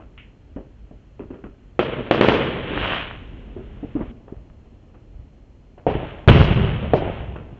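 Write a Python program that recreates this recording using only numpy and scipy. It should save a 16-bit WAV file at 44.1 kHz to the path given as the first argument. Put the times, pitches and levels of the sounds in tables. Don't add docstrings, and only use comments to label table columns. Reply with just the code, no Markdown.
import sys
import numpy as np
from scipy import signal
from scipy.fft import rfft, irfft, next_fast_len
from scipy.io import wavfile

SR = 44100
rng = np.random.default_rng(int(sys.argv[2]) if len(sys.argv) > 2 else 0)


def log_audio(samples):
    frames = np.atleast_2d(samples).T
    limited = np.clip(frames, -1, 1)
    pcm = np.round(limited * 32767).astype(np.int16)
    wavfile.write(sys.argv[1], SR, pcm)


N = 334719
TIME = np.arange(N) / SR


def from_db(db):
    return 10 ** (np.asarray(db) / 20)


def unit_rms(x):
    return x / np.sqrt(np.mean(x ** 2) + 1e-20)


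def add(out, start_s, sound):
    at = max(0, round(start_s * SR))
    out[at:at + len(sound)] += sound[:max(0, N - at)]


def decay(t, t60):
    return from_db(-60 * t / t60)


def at_hz(points, hz):
    f, value = np.transpose(points)
    return np.interp(np.log(hz + 1e-3), np.log(f), value)


def low_pass(x, hz, order):
    return signal.sosfilt(signal.butter(order, hz, fs=SR, output="sos"), x)


def high_pass(x, hz, order):
    return signal.sosfilt(signal.butter(order, hz, "high", fs=SR, output="sos"), x)


def coloured(x, spectrum):
    size = next_fast_len(len(x))
    hz = np.fft.rfftfreq(size, 1 / SR)
    gain = from_db(at_hz(spectrum, hz)) * (hz > 15)
    return unit_rms(irfft(rfft(x, size) * gain, size)[:len(x)])


def noise(size, spectrum):
    return coloured(rng.standard_normal(size), spectrum)


def clicks(size, per_s, spread_db):
    strength = from_db(spread_db * np.clip(rng.standard_normal(size), -2, 2))
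    return rng.standard_normal(size) * strength * (rng.random(size) < per_s / SR)


def drift(size, per_s):
    return np.interp(TIME[:size] * per_s, np.arange(2000), rng.standard_normal(2000))


def swing(t, hz):
    cycles = t * hz
    return -np.sin(2 * np.pi * cycles) * cycles ** 2 * np.exp(2 - 2 * cycles)


def shock(ms, edge_hz, bark_db, bark_hz):
    t = TIME[:SR // 20]
    length_s = ms / 1000
    wave = (2 * t / length_s - 1) * np.clip((length_s - t) * SR, 0, 1)
    bark = signal.lfilter(*signal.iirpeak(bark_hz, 1.8, fs=SR), wave)
    return low_pass(wave + from_db(bark_db) * bark, edge_hz, order=4)


# f/Hz, level/dB
WHINE_TONES = [(4150, -83), (4370, -92)]

def whine(waver_hz=36):
    out = np.zeros(N)
    for hz, level_db in WHINE_TONES:
        pitch_hz = hz + waver_hz * drift(N, per_s=260)
        out += from_db(level_db) * np.sin(2 * np.pi * np.cumsum(pitch_hz) / SR)
    return out


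# f/Hz, density level/dB
SIZZLE_SPECTRUM = [(2500, -18), (3900, 13), (4700, 5.5), (5600, -1), (7300, -13.5), (8400, -34),
                   (14000, -38.5)]

def sizzle(x, follow_hz=8.1, reference_rms=0.042):
    whole = np.sqrt(np.abs(low_pass(x ** 2, follow_hz, order=2)))
    treble = np.sqrt(np.abs(low_pass(high_pass(x, 1500, order=2) ** 2, follow_hz, order=2)))
    drive = np.cbrt(whole * treble ** 2) / reference_rms
    return from_db(-60.5) * np.minimum(drive, 2.1) ** 2.37 * noise(N, SIZZLE_SPECTRUM)


# f/Hz, bandwidth/Hz, level/dB re direct sound
PORCH_MODES = [(130, 14, -11), (207, 2, -12.5), (424, 3.8, -7), (1055, 30, -15), (1270, 10, -24.5),
               (1830, 12, -21), (1938, 8.3, -23.5), (2664, 21, -7), (2930, 25, -10.5), (3750, 12, -5)]

def porch(x):
    ringing = sum(from_db(db) * signal.lfilter(*signal.iirpeak(hz, hz / width, fs=SR), x)
                  for hz, width, db in PORCH_MODES)
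    return from_db(-0.53) * (x + ringing)


def far_echo_envelope(rise_s=0.14, fall_db_per_s=4):
    power = 0
    for start_s, _, _, tail_db in SHELL_BURSTS + SALUTE_BURST:
        age = np.maximum(TIME - start_s, 0)
        swell = from_db(tail_db - fall_db_per_s * age) * np.minimum(age / rise_s, 1)
        power = power + swell ** 2
    return np.sqrt(power)


# f/Hz, density level/dB
RUMBLE_SPECTRUM = [(20, -8), (45, 9.5), (70, 3), (130, -2), (220, -17), (400, -50)]
MURMUR_SPECTRUM = [(100, -26), (220, 0), (350, -6), (550, -11.5), (800, -18), (1500, -30.5)]
HISS_SPECTRUM = [(400, -9.5), (800, -3), (1300, 2.5), (2200, -1), (3000, -0.5), (4000, 4.5)]

def town(drop_s=4.115, drop_db=-3):
    raised = (TIME > SHELL_BURSTS[0][0]) & (TIME < drop_s)
    echo = far_echo_envelope()
    tyres = from_db(-41.5 - 18 * (drop_s - TIME)) * (TIME < drop_s)
    rumble_gain = np.hypot(from_db(-46.5 + 5 * raised), from_db(-29) * echo)
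    murmur_gain = np.hypot(from_db(-55 + 3.5 * raised), from_db(-33.5) * echo)
    hiss_gain = np.hypot(from_db(-56 + 7.5 * raised), tyres)
    rumble = rumble_gain * from_db(drift(N, per_s=59)) * noise(N, RUMBLE_SPECTRUM)
    murmur = murmur_gain * from_db(drift(N, per_s=58)) * noise(N, MURMUR_SPECTRUM)
    hiss = hiss_gain * from_db(0.4 * drift(N, per_s=14)) * noise(N, HISS_SPECTRUM)
    return (rumble + murmur + hiss) * from_db(drop_db * (TIME >= drop_s))


# t/s, level/dB, centre f/Hz, crack level/dB, T60/s
FAR_POPS = [(0, -47, 324, -48, 0.44), (0.562, -32, 312, -53.5, 0.23), (0.909, -40, 252, -85, 0.16),
            (1.1937, -30, 264, -44.5, 0.24), (1.303, -36, 285, -51.5, 0.57), (1.34, -41, 277, -50.5, 0.22),
            (1.439, -32, 240, -44.5, 0.16), (2.705, -27.5, 320, -48, 0.33),
            (2.762, -24.5, 282.1, -36, 0.19), (3.563, -34, 342, -69, 0.29), (3.829, -36.5, 380, -70, 0.25),
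            (3.952, -26, 303, -53.5, 0.48), (4.006, -28, 450, -51, 0.099), (4.278, -45.5, 447, -59, 0.45),
            (4.366, -33.5, 78.6, -85, 0.15), (4.5, -34, 67, -63, 0.15), (4.942, -47.5, 298, -57.5, 0.22),
            (5.144, -36.5, 67, -85, 0.34), (5.188, -38.5, 67.8, -85, 0.16), (5.777, -48, 404, -51, 0.55),
            (7.358, -38, 382, -38.5, 0.28)]
# f/Hz, density level/dB
CRACK_SPECTRUM = [(400, 1.5), (600, 6), (715, 7.5), (880, -2.5), (1080, 5.5), (1380, 5.5), (1650, -2),
                  (1950, -4), (2200, -8), (2600, -3), (3000, -7.5), (4000, -14)]

def far_pops(ripple_db=3.5):
    out, t = np.zeros(N), TIME[:SR * 3 // 4]
    grid_hz = np.geomspace(30, 6000, 40)
    edge = from_db(13.5) * shock(ms=0.98, edge_hz=1240, bark_db=-0.5, bark_hz=1250)
    thump = from_db(-12) * swing(t, hz=124)
    tick = 1 + from_db(-23.5) * decay(t, t60=0.03)
    linger = from_db(-22) * decay(t, t60=0.76)
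    for start_s, level_db, hz, crack_db, t60 in FAR_POPS:
        width_octaves = 0.75 * (hz / 332) ** 0.092
        hump_db = -12 * np.log2(1 + (np.log2(grid_hz / hz) / width_octaves) ** 2 / 2)
        path_db = ripple_db * rng.standard_normal(len(grid_hz))
        spectrum = np.transpose([grid_hz, hump_db + path_db])
        onset = np.clip(t * hz, 0, 1)
        burst = coloured(clicks(len(t), per_s=3000, spread_db=-0.5), spectrum) * onset
        crack = coloured(clicks(len(t), per_s=840, spread_db=-0.5), CRACK_SPECTRUM) * tick
        boom = from_db(-6.5) * noise(len(t), RUMBLE_SPECTRUM) * decay(t, t60=0.52)
        body = (from_db(5.5) * swing(t, hz) + burst) * (decay(t, t60) + linger)
        add(out, start_s, from_db(level_db) * (body + thump + boom))
        add(out, start_s, from_db(crack_db) * crack * (decay(t, t60=0.2) + linger))
        add(out, start_s, from_db(crack_db) * edge)
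    return out


# t/s, level/dB, round trip/ms, loss per trip/dB
FAR_THUDS = [(0.5606, -22, 3.5, 1.3), (3.826, -20, 3.43, 0), (3.951, -10.5, 3.2, 0.5),
             (4.008, -10.5, 3.06, 3), (4.322, -13.5, 2.45, 2.5)]

def far_thuds():
    out = np.zeros(N)
    for start_s, level_db, trip_ms, loss_db in FAR_THUDS:
        wave = shock(trip_ms, edge_hz=260, bark_db=-2.5, bark_hz=323)
        for trip in range(6):
            add(out, start_s + trip * trip_ms / 1000, from_db(level_db - trip * loss_db) * wave)
    return out


# f/Hz, density level/dB
TREE_SPECTRUM = [(600, -19), (1400, -7), (2200, 2.5), (2900, 3), (4000, -6)]

def firecracker(start_s=0.177):
    out, t = np.zeros(N), TIME[:SR // 2]
    crack = from_db(-31) * decay(t, t60=0.035) * noise(len(t), HISS_SPECTRUM)
    echo = from_db(-39) * decay(t, t60=0.33) * noise(len(t), TREE_SPECTRUM)
    add(out, start_s, crack + echo)
    return out


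# f/Hz, density level/dB
STREET_SPECTRUM = [(200, -17), (340, -8), (430, 3), (530, 5.5), (620, -24), (900, -12.5)]

def street_echo(delay_s=0.118, rise_s=0.017):
    out, t = np.zeros(N), TIME[:SR // 2]
    swell = t / rise_s * np.exp(1 - t / rise_s)
    for start_s, _, _, tail_db in SHELL_BURSTS:
        bark = coloured(clicks(len(t), per_s=3000, spread_db=0.5), STREET_SPECTRUM)
        add(out, start_s + delay_s, from_db(tail_db - 4) * swell * bark)
    return out


# f/Hz, density level/dB
STAR_SPECTRUM = [(100, -3.5), (300, -7.5), (600, -1.5), (800, -5), (1500, -3.5), (2200, -6), (3000, -2.5),
                 (4200, 1)]
# t/s, level/dB
STAR_SNAPS = [(2.42, -18), (2.7756, -7), (2.85, -10), (2.8574, -9.5), (2.921, -11), (2.934, -7),
              (3.1107, -16.5)]

def stars(light_s=2.67, full_s=2.843, hold_s=0.13, rise_db_per_s=58, fall_db_per_s=98.5):
    catching = from_db(-rise_db_per_s * np.maximum(full_s - TIME, 0))
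    fading_s = np.maximum(TIME - full_s - hold_s, 0)
    strength = catching * from_db(-fall_db_per_s * fading_s) * (TIME > light_s)
    per_s = 5000 * np.maximum(strength, 1 / 20) ** 0.52
    dense = unit_rms(clicks(N, per_s, spread_db=-2.0) / np.sqrt(per_s))
    sparse = from_db(-34) * unit_rms(clicks(N, per_s=70, spread_db=1.0))
    blur = 0.5 * rng.standard_normal(N)
    crackle = from_db(-12.5) * strength * coloured(dense + sparse + blur, STAR_SPECTRUM)
    echo = from_db(-36) * catching * decay(fading_s, t60=0.94) * noise(N, TREE_SPECTRUM)
    out = crackle + echo
    for start_s, level_db in STAR_SNAPS:
        add(out, start_s, from_db(level_db) * shock(ms=0.53, edge_hz=3100, bark_db=-7, bark_hz=690))
    return out


def climbing_shells(attack_s=0.03, hold_s=0.24, fall_db_per_s=93):
    out, t = np.zeros(N), TIME[:SR // 2]
    onset = 1 - np.exp(-t / attack_s)
    burning = from_db(-29.5 - fall_db_per_s * np.maximum(t - hold_s, 0)) * onset
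    muzzle = from_db(-17) * decay(t, t60=0.012)
    for start_s, *_ in MORTAR_LAUNCHES:
        hiss = coloured(clicks(len(t), per_s=10000, spread_db=4.5), HISS_SPECTRUM)
        add(out, start_s, (muzzle + burning) * hiss)
    return out


# f/Hz, density level/dB
HOOT_SPECTRUM = [(200, -21.5), (350, -6), (430, -5), (530, -4.5), (700, -8), (1000, -25.5), (2000, -50)]

def mortar_tubes(attack_s=0.008, hold_s=0.025):
    out, t = np.zeros(N), TIME[:SR // 5]
    envelope = np.clip(t / attack_s, 0, 1) * decay(np.maximum(t - hold_s, 0), t60=0.04)
    push = from_db(-15.5) * swing(t, hz=150)
    for start_s, shock_db, _, _ in MORTAR_LAUNCHES:
        hoot = from_db(-23.5) * envelope * noise(len(t), HOOT_SPECTRUM)
        add(out, start_s, from_db(shock_db) * (hoot + push))
    return out


def rolling_tail(spectrum, t60s, early_db, early_t60, lumpy_db, build_cycles=0.87):
    size = 2 ** 17
    t, hz = TIME[:size], np.fft.rfftfreq(size, 1 / SR)
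    echoes = rfft(coloured(clicks(size, per_s=5000, spread_db=-1.0), spectrum))
    centres_hz = 40 * 2. ** np.arange(8)
    shared_drift = drift(size, per_s=50)
    out = np.zeros(size)
    for centre, weights in zip(centres_hz, np.eye(len(centres_hz))):
        band = irfft(echoes * at_hz(np.transpose([centres_hz, weights]), hz), size)
        depth_db = lumpy_db * min(1, (400 / centre) ** 0.56)
        build = 1 - np.exp(-t * centre / build_cycles)
        out += band * build * from_db(depth_db * shared_drift) * decay(t, at_hz(t60s, centre))
    early = 1 + from_db(early_db) * decay(t, early_t60)
    return out * early * np.clip(t / 0.00021, 0, 1)


def blasts(shots, echoes, spectrum, t60s, edge_hz, bark_db, bark_hz, slap_band_hz, stray_db, **tail):
    out = np.zeros(N)
    low_hz, high_hz = slap_band_hz
    for start_s, shock_db, ms, tail_db in shots:
        wave = from_db(shock_db) * shock(ms, edge_hz, bark_db, bark_hz)
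        slap = low_pass(wave - low_pass(wave, low_hz, order=1), high_hz, order=2)
        add(out, start_s, wave)
        for delay_s, echo_db in echoes:
            add(out, start_s + delay_s, from_db(echo_db) * slap)
        for distance, weakness in rng.random(size=(24, 2)):
            delay_s = 0.026 + 0.45 * distance
            gain = from_db(stray_db - 12 * weakness) * decay(delay_s, at_hz(t60s, bark_hz))
            add(out, start_s + delay_s, gain * slap)
        add(out, start_s + ms * 1e-3, from_db(tail_db) * rolling_tail(spectrum, t60s, **tail))
    return out


# t/s, shock level/dB, shock duration/ms, tail level/dB
MORTAR_LAUNCHES = [(5.866, .5, 1.29, -22), (6.9346, 5, 1.38, -20)]
# delay/s, level/dB
MORTAR_SLAPS = [(.0042, -5), (.0066, -10), (.0858, -14.5), (.0885, -19), (.163, -16)]
# f/Hz, density level/dB
MORTAR_SPECTRUM = [(30, -2), (100, 0.5), (200, -5.5), (400, -3.5), (700, -5.5), (950, -11), (1200, -22.5),
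                   (3300, -23), (4200, -23)]
# f/Hz, T60/s
MORTAR_DECAY = [(60, 1.38), (500, 1.15), (3000, 1.13)]

def mortars():
    return blasts(MORTAR_LAUNCHES, MORTAR_SLAPS, MORTAR_SPECTRUM, MORTAR_DECAY,
                  edge_hz=885, bark_db=-9, bark_hz=685, slap_band_hz=(200, 1330), stray_db=-28.5,
                  early_db=-6, early_t60=0.095, lumpy_db=2.5)


# t/s, shock level/dB, shock duration/ms, tail level/dB
SHELL_BURSTS = [(1.7919, 0, 1.51, -18.5), (2.1105, 7.5, 1.58, -13), (2.2103, 9.5, 2.1, -12.5),
                (2.2846, 8, 2.1, -13)]
# delay/s, level/dB
SHELL_SLAPS = [(.0112, -17), (.0168, -17), (.0352, -10), (.105, -22)]
# f/Hz, density level/dB
SHELL_SPECTRUM = [(30, -17), (90, -2.5), (250, 1), (480, 3), (620, -0.5), (740, -8.5), (1100, -10),
                  (1500, -11), (2200, -14), (3000, -13), (4200, -8)]
# f/Hz, T60/s
SHELL_DECAY = [(60, 2.96), (400, 1.3), (3000, 2.06)]

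def shell_bursts():
    return blasts(SHELL_BURSTS, SHELL_SLAPS, SHELL_SPECTRUM, SHELL_DECAY,
                  edge_hz=3200, bark_db=-7, bark_hz=850, slap_band_hz=(328, 1400), stray_db=-21.5,
                  early_db=-0.5, early_t60=0.23, lumpy_db=-4)


# t/s, shock level/dB, shock duration/ms, tail level/dB
SALUTE_BURST = [(6.2765, 16.5, 7.2, -6.5)]
# delay/s, level/dB
SALUTE_SLAPS = [(.0085, -27.5), (0.0155, -17), (0.032, -15.5), (0.0986, -20), (0.1315, -9.5), (.168, -27),
                (0.297, -30.5)]
# f/Hz, density level/dB
SALUTE_SPECTRUM = [(25, -16.5), (60, 0), (130, -1), (200, -4.5), (270, -16), (380, -12), (600, -18),
                   (1000, -22.5), (2000, -25.5), (3000, -22), (4200, -20)]
# f/Hz, T60/s
SALUTE_DECAY = [(60, 2.73), (200, 2.18), (500, 2.2), (3000, 1.74)]

def salute():
    return blasts(SALUTE_BURST, SALUTE_SLAPS, SALUTE_SPECTRUM, SALUTE_DECAY,
                  edge_hz=1440, bark_db=-23.5, bark_hz=770, slap_band_hz=(40, 2380), stray_db=-36.5,
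                  early_db=5, early_t60=0.18, lumpy_db=-3.5)


def scene():
    near = shell_bursts() + mortars() + salute()
    background = far_pops() + far_thuds() + firecracker() + town()
    return (near + background + street_echo() + mortar_tubes() + stars() + climbing_shells())[None]


def record(dry, hardness=12, band_hz=4600):
    dull = low_pass(porch(dry), 3170, order=11)
    ceiling = np.where(dull < 0, 0.91, 0.78)
    squashed = dull / (1 + np.abs(dull / ceiling) ** hardness) ** (1 / hardness)
    band = signal.sosfilt(signal.ellip(8, 0.2, 60, band_hz, fs=SR, output="sos"), squashed)
    splatter = from_db(-11) * high_pass(squashed, band_hz, order=8)
    hiss = from_db(-73) * rng.standard_normal(N)
    fizz = low_pass(splatter + hiss, 7400, order=14)
    sagging = band - low_pass(band, 6, order=1)
    clipped = np.clip(sagging + fizz + sizzle(band) + whine(), -1, 1)
    return low_pass(clipped, 15000, order=12)


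dry = scene()
out = record(dry)
log_audio(out)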